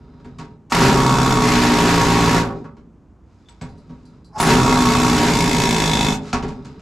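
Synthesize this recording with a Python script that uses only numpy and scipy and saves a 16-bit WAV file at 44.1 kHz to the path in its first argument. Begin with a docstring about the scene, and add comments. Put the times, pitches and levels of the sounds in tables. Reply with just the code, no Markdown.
"""Air hammer in a truck cab

An air hammer chisels spot welds out of the sheet-steel floor of a bare cab, in two bursts.
Each piston blow makes the floor boom, clang and crack and the bit ring; loose sheet chatters
between blows and the exhaust hisses. Around the bursts the tool is slid and knocked about on the
floor. The steel cab rings on after every sound, over a low workshop rumble."""
import sys
import numpy as np
from scipy import signal
from scipy.fft import rfft, irfft
from scipy.io import wavfile
from scipy.ndimage import uniform_filter1d

SR = 44100
rng = np.random.default_rng(int(sys.argv[2]) if len(sys.argv) > 2 else 0)


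def log_audio(samples):
    """Write samples as a 16-bit WAV file to the path given in sys.argv[1]."""
    # one column per channel
    frames = np.atleast_2d(samples).T
    # limit to full scale, then quantise
    limited = np.clip(frames, -1, 1)
    pcm = np.round(limited * 32767).astype(np.int16)
    wavfile.write(sys.argv[1], SR, pcm)


N = 300321
T = np.arange(N) / SR

# trigger pulls: (air on [s], piston start [s], easing off [s], piston stop [s], air off [s],
# air level [dB], floor fade [dB/s])
BURSTS = [(0.697, .72, 2.377, 2.54, 2.41, -33.5, -0.5), (4.376, 4.4, 6.085, 6.125, 6.15, -30, 0.5)]
# tool and boots sliding on the floor: (start [s], length [s], level [dB], hardness [dB])
SLIDES = [(-.1, 0.69, -65, -9.5), (2.418, 0.25, -56.5, -0.5), (3.235, 1, -71.5, 6.5),
          (3.647, 0.72, -74, -12.5), (6.193, 0.18, -47, 8.5), (6.352, 0.69, -58, -7)]
# taps of the bit in its retainer: (time [s], level [dB])
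CLINKS = [(3.69, -67), (3.779, -69), (4.054, -65), (4.246, -62.5)]
# crack spectrum of the cutting edge: (frequency [Hz], relative level [dB])
CRACK = [(100, -23), (600, -21), (1400, -4), (2100, 5), (2900, -0.5), (4000, 1.5), (5000, 1.5),
         (6200, -1.5), (7300, -1), (8600, -10), (10200, -10), (12300, -14), (14000, -20), (16000, -30)]
# stereo image: (frequency [Hz], side re direct [dB], left minus right [dB])
STEREO = [(50, -8, -1), (150, -34, -1.5), (350, -17, 0.5), (1004, -12, -0.5), (2180, -7.5, 0),
          (5120, -7.5, 0), (8000, -9.5, 3.5), (13000, -2, 1.5)]


def from_db(db):
    """Decibels to gain."""
    return 10 ** (np.asarray(db) / 20)


def in_time(rows):
    """A (time, value) curve at every sample."""
    return np.interp(T, *np.transpose(rows))


def at_hz(rows, hz):
    """Each column of a spectrum at the given frequencies."""
    points, *columns = np.transpose(rows)
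    return [np.interp(np.log(hz + 1), np.log(points), c) for c in columns]


def since(s):
    """Seconds since a moment; zero before it."""
    return np.maximum(T - s, 0)


def struck(s, decay_s):
    """Envelope that jumps to 1 and dies away."""
    return (T >= s) * np.exp(-np.minimum(since(s) / decay_s, 20))


def held(start_s, end_s, fade_s=.08):
    """Envelope that fades in, holds and fades out."""
    return np.clip(np.minimum(T - start_s, end_s - T) / fade_s, 0, 1)


def grit(per_s, spread_db):
    """Tiny contacts of uneven size at random moments; rms 1."""
    contacts = (rng.random(N) < per_s / SR) * rng.standard_normal(N)
    contacts *= from_db(spread_db * np.clip(rng.standard_normal(N), -2, 2))
    return contacts / np.std(contacts)


def unit_energy(response):
    """Scale a response to keep the power of white noise."""
    return response / np.sqrt(np.sum(response ** 2))


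def through(x, response):
    """Convolve with an impulse response."""
    return signal.oaconvolve(x, response)[:N]


def filtered(x, hz, kind):
    """Fourth-order Butterworth filter."""
    return signal.sosfilt(signal.butter(4, hz, kind, fs=SR, output="sos"), x)


def colour(spectrum, size=4096):
    """Minimum-phase impulse response with the given spectral shape."""
    db, = at_hz(spectrum, np.arange(size // 2 + 1) * SR / size)
    cepstrum = irfft(np.log(from_db(db)))
    return unit_energy(irfft(np.exp(rfft(2 * cepstrum[:size // 2], size))))


def resonances(modes):
    """Impulse response of damped modes set swinging by one push."""
    t = T[:SR // 2]
    rings = (from_db(db) * width_hz * np.exp(-np.pi * width_hz * t) * np.sin(2 * np.pi * hz * t)
             for hz, width_hz, db in modes)
    return unit_energy(sum(rings))


def body(force, modes, low_hz, top_hz):
    """A struck part: the contact carries little above top_hz, the part radiates little below low_hz."""
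    softened = filtered(force, top_hz, "low")
    return through(filtered(softened, low_hz, "high"), resonances(modes))


def workshop():
    """Low steady room rumble, mostly common to both sides."""
    # rumble spectrum: (frequency [Hz], relative level [dB])
    spectrum = [(25, -26), (60, 2.5), (110, -6.5), (290, -9.5), (560, -25), (1050, -26.5), (1300, -30.5),
                (1900, -39.5), (4000, -50.5), (7000, -50.5), (9000, -60), (15000, -72.5)]
    mid, side = (through(white, colour(spectrum)) for white in rng.standard_normal((2, N)))
    return from_db(-48.5) * (mid + .12 * side * np.array([[1], [-1]]))


def cab(x, build_s):
    """Direct sound plus dense ringing of the steel shell, longer in the bass and wider in the treble."""
    # shell ringing: (frequency [Hz], t60 [s], band level re direct [dB])
    ringing = [(60.3, 0.3, 1), (162.6, 1.24, -5), (275, 0.74, -4), (417, 0.86, -3.5), (1043, 0.28, -3),
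               (2900, 0.26, -6), (6990, 0.086, -9), (11750, 0.13, -19)]
    size = 2 * SR
    t, hz = T[:size], np.arange(size // 2 + 1) * SR / size
    edges_hz = np.geomspace(20, SR / 2, 21)
    white, tail = rfft(rng.standard_normal((2, size))), 0
    for low_hz, high_hz in zip(edges_hz, edges_hz[1:]):
        centre_hz = np.sqrt(low_hz * high_hz)
        t60_s, wet_db = at_hz(ringing, centre_hz)
        side_db, _ = at_hz(STEREO, centre_hz)
        mid, side = irfft(white * ((hz >= low_hz) & (hz < high_hz)))
        fall = unit_energy(from_db(-60 * t / t60_s) * (1 - np.exp(-t / build_s)))
        tail = tail + fall * (from_db(wet_db) * mid + from_db(side_db) * side * [[1], [-1]])
    return np.array([x + through(x, channel) for channel in tail])


def heave(force):
    """The cab shudders as a whole."""
    # cab modes: (frequency [Hz], width [Hz], level [dB])
    modes = [(34, 30, -1), (59, 20, 2), (85, 40, -5)]
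    return body(force, modes, low_hz=22.5, top_hz=112)


def floor_pan(force):
    """The whole floor pan booms."""
    # pan modes: (frequency [Hz], width [Hz], level [dB])
    modes = [(134, 14, 3), (165, 18, 3.5), (216, 17.4, 2), (248, 20.4, 5), (284, 20, -2.5)]
    return body(force, modes, low_hz=118, top_hz=310)


def ribs(force):
    """Stiff ribs pressed into the floor drone above the boom."""
    # rib modes: (frequency [Hz], width [Hz], level [dB])
    modes = [(398, 27, 1), (425.7, 35, 2.5), (512, 38, -7.5), (570.6, 29.7, -1.5)]
    return body(force, modes, low_hz=377, top_hz=570)


def sheet(force):
    """The sheet around the cut clangs."""
    # sheet modes: (frequency [Hz], width [Hz], level [dB])
    modes = [(735, 28, -4.5), (800, 36, 0), (937, 30, 4), (1001, 38, -4), (1738, 21, -12), (1840, 32, -18)]
    return body(force, modes, low_hz=766, top_hz=2400)


def strip(force):
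    """The lifted strip rings above the sheet."""
    # strip modes: (frequency [Hz], width [Hz], level [dB])
    modes = [(1116, 42, 0.5), (1189, 66, -1.5), (1307, 140, -5.5), (1490, 76, -13.5)]
    return body(force, modes, low_hz=994, top_hz=1480)


def torn_edge(force):
    """The ragged edge of the cut rasps."""
    # rasp spectrum: (frequency [Hz], relative level [dB])
    spectrum = [(700, -27), (1450, 3.5), (2000, 1.5), (2750, -2.5), (3300, -5), (5200, -7.5), (7000, -18.5),
                (16000, -46)]
    return through(force, colour(spectrum))


def bit(force):
    """The loaded bit rings briefly."""
    # loaded-bit modes: (frequency [Hz], width [Hz], level [dB])
    modes = [(1750, 50, -1), (2210, 100, 0), (2575, 65, .5), (3500, 130, -.5), (3850, 200, -7),
             (4610, 100, -8), (5500, 70, -1.5), (6110, 65, -8), (6880, 150, -7), (7890, 250, -10)]
    return body(force, modes, low_hz=1600, top_hz=9450)


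def dragging():
    """Steel dragged over steel rings thinly."""
    # drag modes: (frequency [Hz], width [Hz], level [dB])
    modes = [(1295, 45, 4), (3830, 110, -9), (4081, 35, -8), (4900, 160, -10)]
    drag = sum(from_db(db - 3) * held(s, s + length_s) for s, length_s, db, _ in SLIDES)
    return through(drag * grit(per_s=7000, spread_db=9.5), resonances(modes))


def skids():
    """The tip sings briefly on one mode where it skids."""
    # skids: (time [s], level [dB], frequency [Hz])
    events = [(3.458, -58, 3510), (3.485, -47, 3550), (3.495, -53, 7900), (3.617, -42, 7850)]
    width_hz = 70
    rub = grit(per_s=12000, spread_db=4)
    return sum(through(from_db(db) * struck(s, decay_s=.01) * rub, resonances([(hz, width_hz, 0)]))
               for s, db, hz in events)


def clinks():
    """The bit rings freely when tapped in its retainer."""
    # free-bit modes: (frequency [Hz], level [dB], t60 [s])
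    modes = [(4081, 3, .24), (4300, 0, .12), (4570, 2, .14), (4797, 0, .2), (5399, -2, .14),
             (5868, -3, .16), (7644, -5, .18), (10020, -9, .14)]
    taps = np.zeros(N)
    for s, db in CLINKS:
        taps[int(s * SR)] = from_db(db)
    t = T[:SR // 2]
    ring = sum(from_db(db - 60 * t / t60_s) * np.sin(2 * np.pi * hz * t) for hz, db, t60_s in modes)
    return through(taps, ring)


def rattle():
    """The bit rattles in its retainer at each clink."""
    shake = sum(from_db(db + 2.5) * struck(s, decay_s=.033) for s, db in CLINKS)
    return filtered(shake * grit(per_s=8000, spread_db=3) + 1e-18, hz=[3500, 9950], kind="band")


def squeak():
    """The air valve whistles briefly as the trigger is pulled for the second cut."""
    # squeak modes: (frequency [Hz], width [Hz], level [dB])
    modes = [(854, 28, 13), (1030, 68, 6), (5140, 400, -14), (8800, 270, -42.5)]
    peak_s, peak_db, rise_db_per_s, fall_db_per_s = 4.365, -29.5, 605, 90
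    below_db = np.maximum(rise_db_per_s * (peak_s - T), fall_db_per_s * (T - peak_s))
    return from_db(peak_db - below_db) * body(rng.standard_normal(N), modes, low_hz=610, top_hz=11000)


def shrill():
    """The still loose bit shrills in its retainer as the second burst starts."""
    # loose-bit modes: (frequency [Hz], width [Hz], level [dB])
    modes = [(7500, 650, 0), (9630, 490, 6)]
    start_s = BURSTS[1][1]
    force = from_db(-26) * struck(start_s, decay_s=.065) * grit(per_s=6000, spread_db=4)
    return through(force, resonances(modes))


def spring_back():
    """The lifted strip clanks as it slips off the bit after the first cut."""
    force = from_db(-38) * struck(s=2.645, decay_s=.03) * grit(per_s=4000, spread_db=3)
    return strip(force) + from_db(-19) * torn_edge(force)


def contact(db, hardness_db):
    """Force on pan, sheet and edge: the harder the contact, the less boom and the more crack."""
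    return from_db([[db + 11 - hardness_db], [db], [db - 8 + hardness_db]])


def handling():
    """Knocks and slides sound the same floor, sheet and bit as the blows do."""
    # tool knocking on the floor: (time [s], level [dB], hardness [dB])
    events = [(0.198, -61.5, -4.5), (0.245, -50, -1), (0.386, -37.5, 3), (2.642, -49.5, -5),
              (2.768, -53.5, -5.5), (3.486, -58.5, 11), (3.612, -36.5, -1.5), (3.894, -54.5, -11),
              (4.361, -45.5, -6), (6.329, -21, 2), (6.426, -32, -4.5), (6.481, -45.5, 10),
              (6.648, -48, 7.5), (6.708, -72, -8), (6.795, -57.5, 6)]
    knocks = sum(contact(db, hard_db) * struck(s, decay_s=.028) for s, db, hard_db in events)
    slides = sum(contact(db, hard_db) * held(s, s + length_s) for s, length_s, db, hard_db in SLIDES)
    thump, clank, scrape = (force * grit(per_s=7000, spread_db=1) for force in knocks + slides)
    scrape = filtered(scrape, hz=8960, kind="low")
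    boom = floor_pan(filtered(thump, hz=306, kind="low"))
    low = boom + from_db(-9.5) * ribs(thump) + from_db(-11) * heave(thump)
    middle = from_db(2.5) * sheet(clank) + from_db(-2.5) * strip(clank) + from_db(-7) * torn_edge(clank)
    return low + middle + through(scrape, colour(CRACK)) + from_db(-27) * bit(scrape)


def trigger():
    """Columns of the latest trigger pull, at every sample."""
    rows = np.array(BURSTS)
    return rows[np.maximum(np.searchsorted(rows[:, 0], T) - 1, 0)].T


def exhaust():
    """Air hisses out from just before the piston starts until the valve shuts."""
    # hiss spectrum: (frequency [Hz], relative level [dB])
    spectrum = [(100, -32.5), (800, 13), (2000, 1.5), (4000, 0), (7300, 4), (9000, -8), (12000, -14),
                (16000, -29)]
    opening_s, shut_db_per_s = .014, 527
    on_s, _, _, _, off_s, air_db, _ = trigger()
    flow = np.minimum(since(on_s) / opening_s, 1) * from_db(air_db - shut_db_per_s * since(off_s))
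    return flow * through(rng.standard_normal(N), colour(spectrum))


def spin_up(start_s):
    """Share of full speed the piston has reached."""
    return np.interp(since(start_s), [0, .09], [.55, 1])


def seating():
    """Grip of the tip: 0 while it skates and tears, 1 while it is seated on a weld."""
    # seated spans: (start [s], end [s])
    spans = [(.93, 1.46), (4.52, 5.19), (5.29, 6.3)]
    return sum(held(start_s, end_s, fade_s=.096) for start_s, end_s in spans)


def freeing():
    """How far the weld has given way in the second burst, 0 to 1."""
    start_s, length_s = 5.05, .65
    return np.minimum(since(start_s) / length_s, 1)


def chatter():
    """Share of loose slapping at the cut: less once the tip seats, least once the weld gives."""
    loose, seated, freed = .74, .38, .22
    firm = seated + (freed - seated) * freeing()
    return loose + (firm - loose) * seating()


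def bounce():
    """Share of loose slapping in the floor: high until the tool settles into an even buzz."""
    # even runs: (start [s], end [s])
    spans = [(1.36, 2.6), (5.68, 6.3)]
    bouncing, even = .6, .18
    settled = sum(held(start_s, end_s, fade_s=.096) for start_s, end_s in spans)
    return bouncing + (even - bouncing) * settled


def floor_drive_db(surge_db):
    """The full hose gives an early surge; the level then drifts, and runs down as the trigger eases."""
    surge_at_s, surge_s, run_down_db_per_s = .12, .16, 117.5
    _, start_s, easing_s, *_, fade_db_per_s = trigger()
    surge = np.exp(-np.abs(since(start_s) - surge_at_s) / surge_s)
    return surge_db * surge - fade_db_per_s * since(start_s) - run_down_db_per_s * since(easing_s)


def edge_drive_db():
    """Edge and bit run down faster than the floor as the trigger eases."""
    run_down_db_per_s = 227.5
    _, _, easing_s, *_ = trigger()
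    return -run_down_db_per_s * since(easing_s)


def piston(jitter_s, uneven_db):
    """One click per blow, each a little off in time and force; mean power about 1 while running."""
    # speed as the hose pressure sags, one curve per burst: (time [s], rate [blows/s])
    speeds = [
        [(0.72, 64), (1.0, 66), (1.27, 65.5), (1.38, 61.2), (1.65, 60.2), (1.9, 57), (2.05, 56.4), (2.17, 57.8),
         (2.45, 56)],
        [(4.4, 60), (4.68, 64.5), (4.82, 61), (5.03, 62.3), (5.2, 58.8), (5.45, 56.2), (5.62, 56.3),
         (5.8, 53.1), (6.12, 52.4)],
    ]
    clicks = np.zeros(N)
    for speed, (_, start_s, _, stop_s, *_) in zip(speeds, BURSTS):
        rate_hz = in_time(speed) * spin_up(start_s)
        running = (T >= start_s) & (T < stop_s)
        strokes = np.cumsum(rate_hz * running) / SR
        at = np.flatnonzero(np.diff(np.ceil(strokes)))
        late, force = rng.standard_normal((200, 2))[:len(at)].T
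        shift = (late * jitter_s * SR).astype(int)
        clicks[at + shift] = np.sqrt(SR / rate_hz[at]) * from_db(uneven_db * force)
    return clicks


def after_blows(clicks, rise_s, decay_s):
    """Envelope that swells at each blow and dies away, with the power of the clicks."""
    power = clicks ** 2 + 1e-18
    for pole in np.exp(-1 / (SR * np.array([rise_s, decay_s]))):
        power = signal.lfilter([1 - pole], [1, -pole], power)
    return np.sqrt(power)


def blow(clicks, loose, torn, tear_s):
    """Clean impact, a spray of tearing metal, then loose sheet slapping; loose and torn share power."""
    tear = after_blows(clicks, rise_s=.00085, decay_s=tear_s) * grit(per_s=14000, spread_db=-.5)
    slaps = after_blows(clicks, rise_s=.00035, decay_s=.024) * grit(per_s=3500, spread_db=1.5)
    impact = np.sqrt(1 - torn) * clicks + np.sqrt(torn) * tear
    return np.sqrt(1 - loose) * impact + np.sqrt(loose) * slaps


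def steady(x):
    """The tool delivers even power on or off a resonance: level to rms 1, with a gain of 2 at most."""
    return x / np.sqrt(np.maximum(uniform_filter1d(x ** 2, size=SR // 14), .25))


def floor_boom(clicks):
    """Blows shake pan, ribs and cab, more weakly until the piston is up to speed."""
    _, start_s, *_ = trigger()
    level_db = -18.5 + floor_drive_db(surge_db=4) - 20 * (1 - spin_up(start_s))
    thrust = blow(clicks, loose=bounce(), torn=.04, tear_s=.004)
    recoil = blow(clicks, loose=.97, torn=.05, tear_s=.004)
    boom = from_db(-1.5 * freeing()) * steady(floor_pan(thrust))
    drone = from_db(-6.5 - 4 * seating()) * steady(ribs(thrust))
    shudder = from_db(-12.5) * steady(heave(recoil))
    return from_db(level_db) * (boom + drone + shudder)


def floor_clang(clicks):
    """Blows ring sheet and strip; the strip fades as the weld gives way."""
    level_db = -24 + floor_drive_db(surge_db=2.5)
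    push = blow(clicks, loose=.55 * chatter() ** 2, torn=.28, tear_s=.002)
    lift = blow(clicks, loose=.6 * chatter() ** 2, torn=.4, tear_s=.0012)
    sheet_ring = from_db(-2 * freeing()) * steady(sheet(push))
    strip_ring = from_db(-4.5 + 3.5 * seating() - 17 * freeing()) * steady(strip(lift))
    return from_db(level_db) * (sheet_ring + strip_ring)


def edge_crack(clicks):
    """Metal cracks and tears at the cutting edge; a seated tip rasps less."""
    # crack strength, one curve per burst: (time [s], level [dB])
    curves = [
        [(0.73, -22), (0.87, -20.5), (0.944, -24.5), (1.4, -25.5), (1.428, -22.5), (2.37, -23)],
        [(4.41, -26), (4.428, -28.5), (4.498, -18), (4.59, -23.5), (5.3, -22.5), (5.7, -23.5), (6.08, -27)],
    ]
    level_db = in_time(np.vstack(curves)) - 4.5 + edge_drive_db()
    cut = blow(clicks, loose=chatter(), torn=1, tear_s=.0022)
    rip = blow(clicks, loose=chatter(), torn=1, tear_s=.004)
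    rasp = from_db(1 - 13 * seating()) * torn_edge(rip)
    return from_db(level_db) * (through(cut, colour(CRACK)) + rasp)


def tip(force):
    """The tip sings out as it breaks through the last of the weld."""
    # tip modes: (frequency [Hz], width [Hz], level [dB])
    modes = [(3530, 120, 0), (3850, 150, -10)]
    peak_s, peak_db, fade_db_per_s = 5.98, -28.5, 70
    swell = from_db(peak_db - fade_db_per_s * np.abs(T - peak_s))
    return swell * body(force, modes, low_hz=3100, top_hz=4500)


def bit_ring(clicks):
    """Blows ring bit and tip; the bit rings more when seated and as the weld gives way."""
    level_db = -36 + 5.5 * seating() + 2.5 * freeing() + edge_drive_db()
    jab = blow(clicks, loose=.25 * chatter(), torn=.2, tear_s=.0008)
    return from_db(level_db) * steady(bit(jab)) + tip(jab)


def hammer():
    """At each piston blow the floor gives first; edge and bit sound a moment later."""
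    edge_lag_s = .0018
    clicks = piston(jitter_s=.00016, uneven_db=1.2)
    at_edge = np.roll(clicks, int(edge_lag_s * SR))
    return floor_boom(clicks) + floor_clang(clicks) + edge_crack(at_edge) + bit_ring(at_edge)


def scene():
    """Hammer, handling and exhaust sound inside the cab, over the workshop rumble."""
    small = dragging() + skids() + clinks() + rattle() + squeak() + shrill() + spring_back()
    return cab(hammer() + handling() + small + exhaust(), build_s=.00086) + workshop()


def record(dry):
    """Left and right differ a little in colour, peaks are rounded and the top is cut."""
    ceiling, cutoff_hz = .9, 15800
    _, balance_db = at_hz(STEREO, np.arange(N // 2 + 1) * SR / N)
    coloured = irfft(rfft(dry) * from_db(balance_db * np.array([[.5], [-.5]])), N)
    rounded = ceiling * np.tanh(coloured / ceiling)
    return signal.sosfilt(signal.ellip(10, .1, 80, cutoff_hz, fs=SR, output="sos"), rounded)


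dry = scene()
out = record(dry)
log_audio(out)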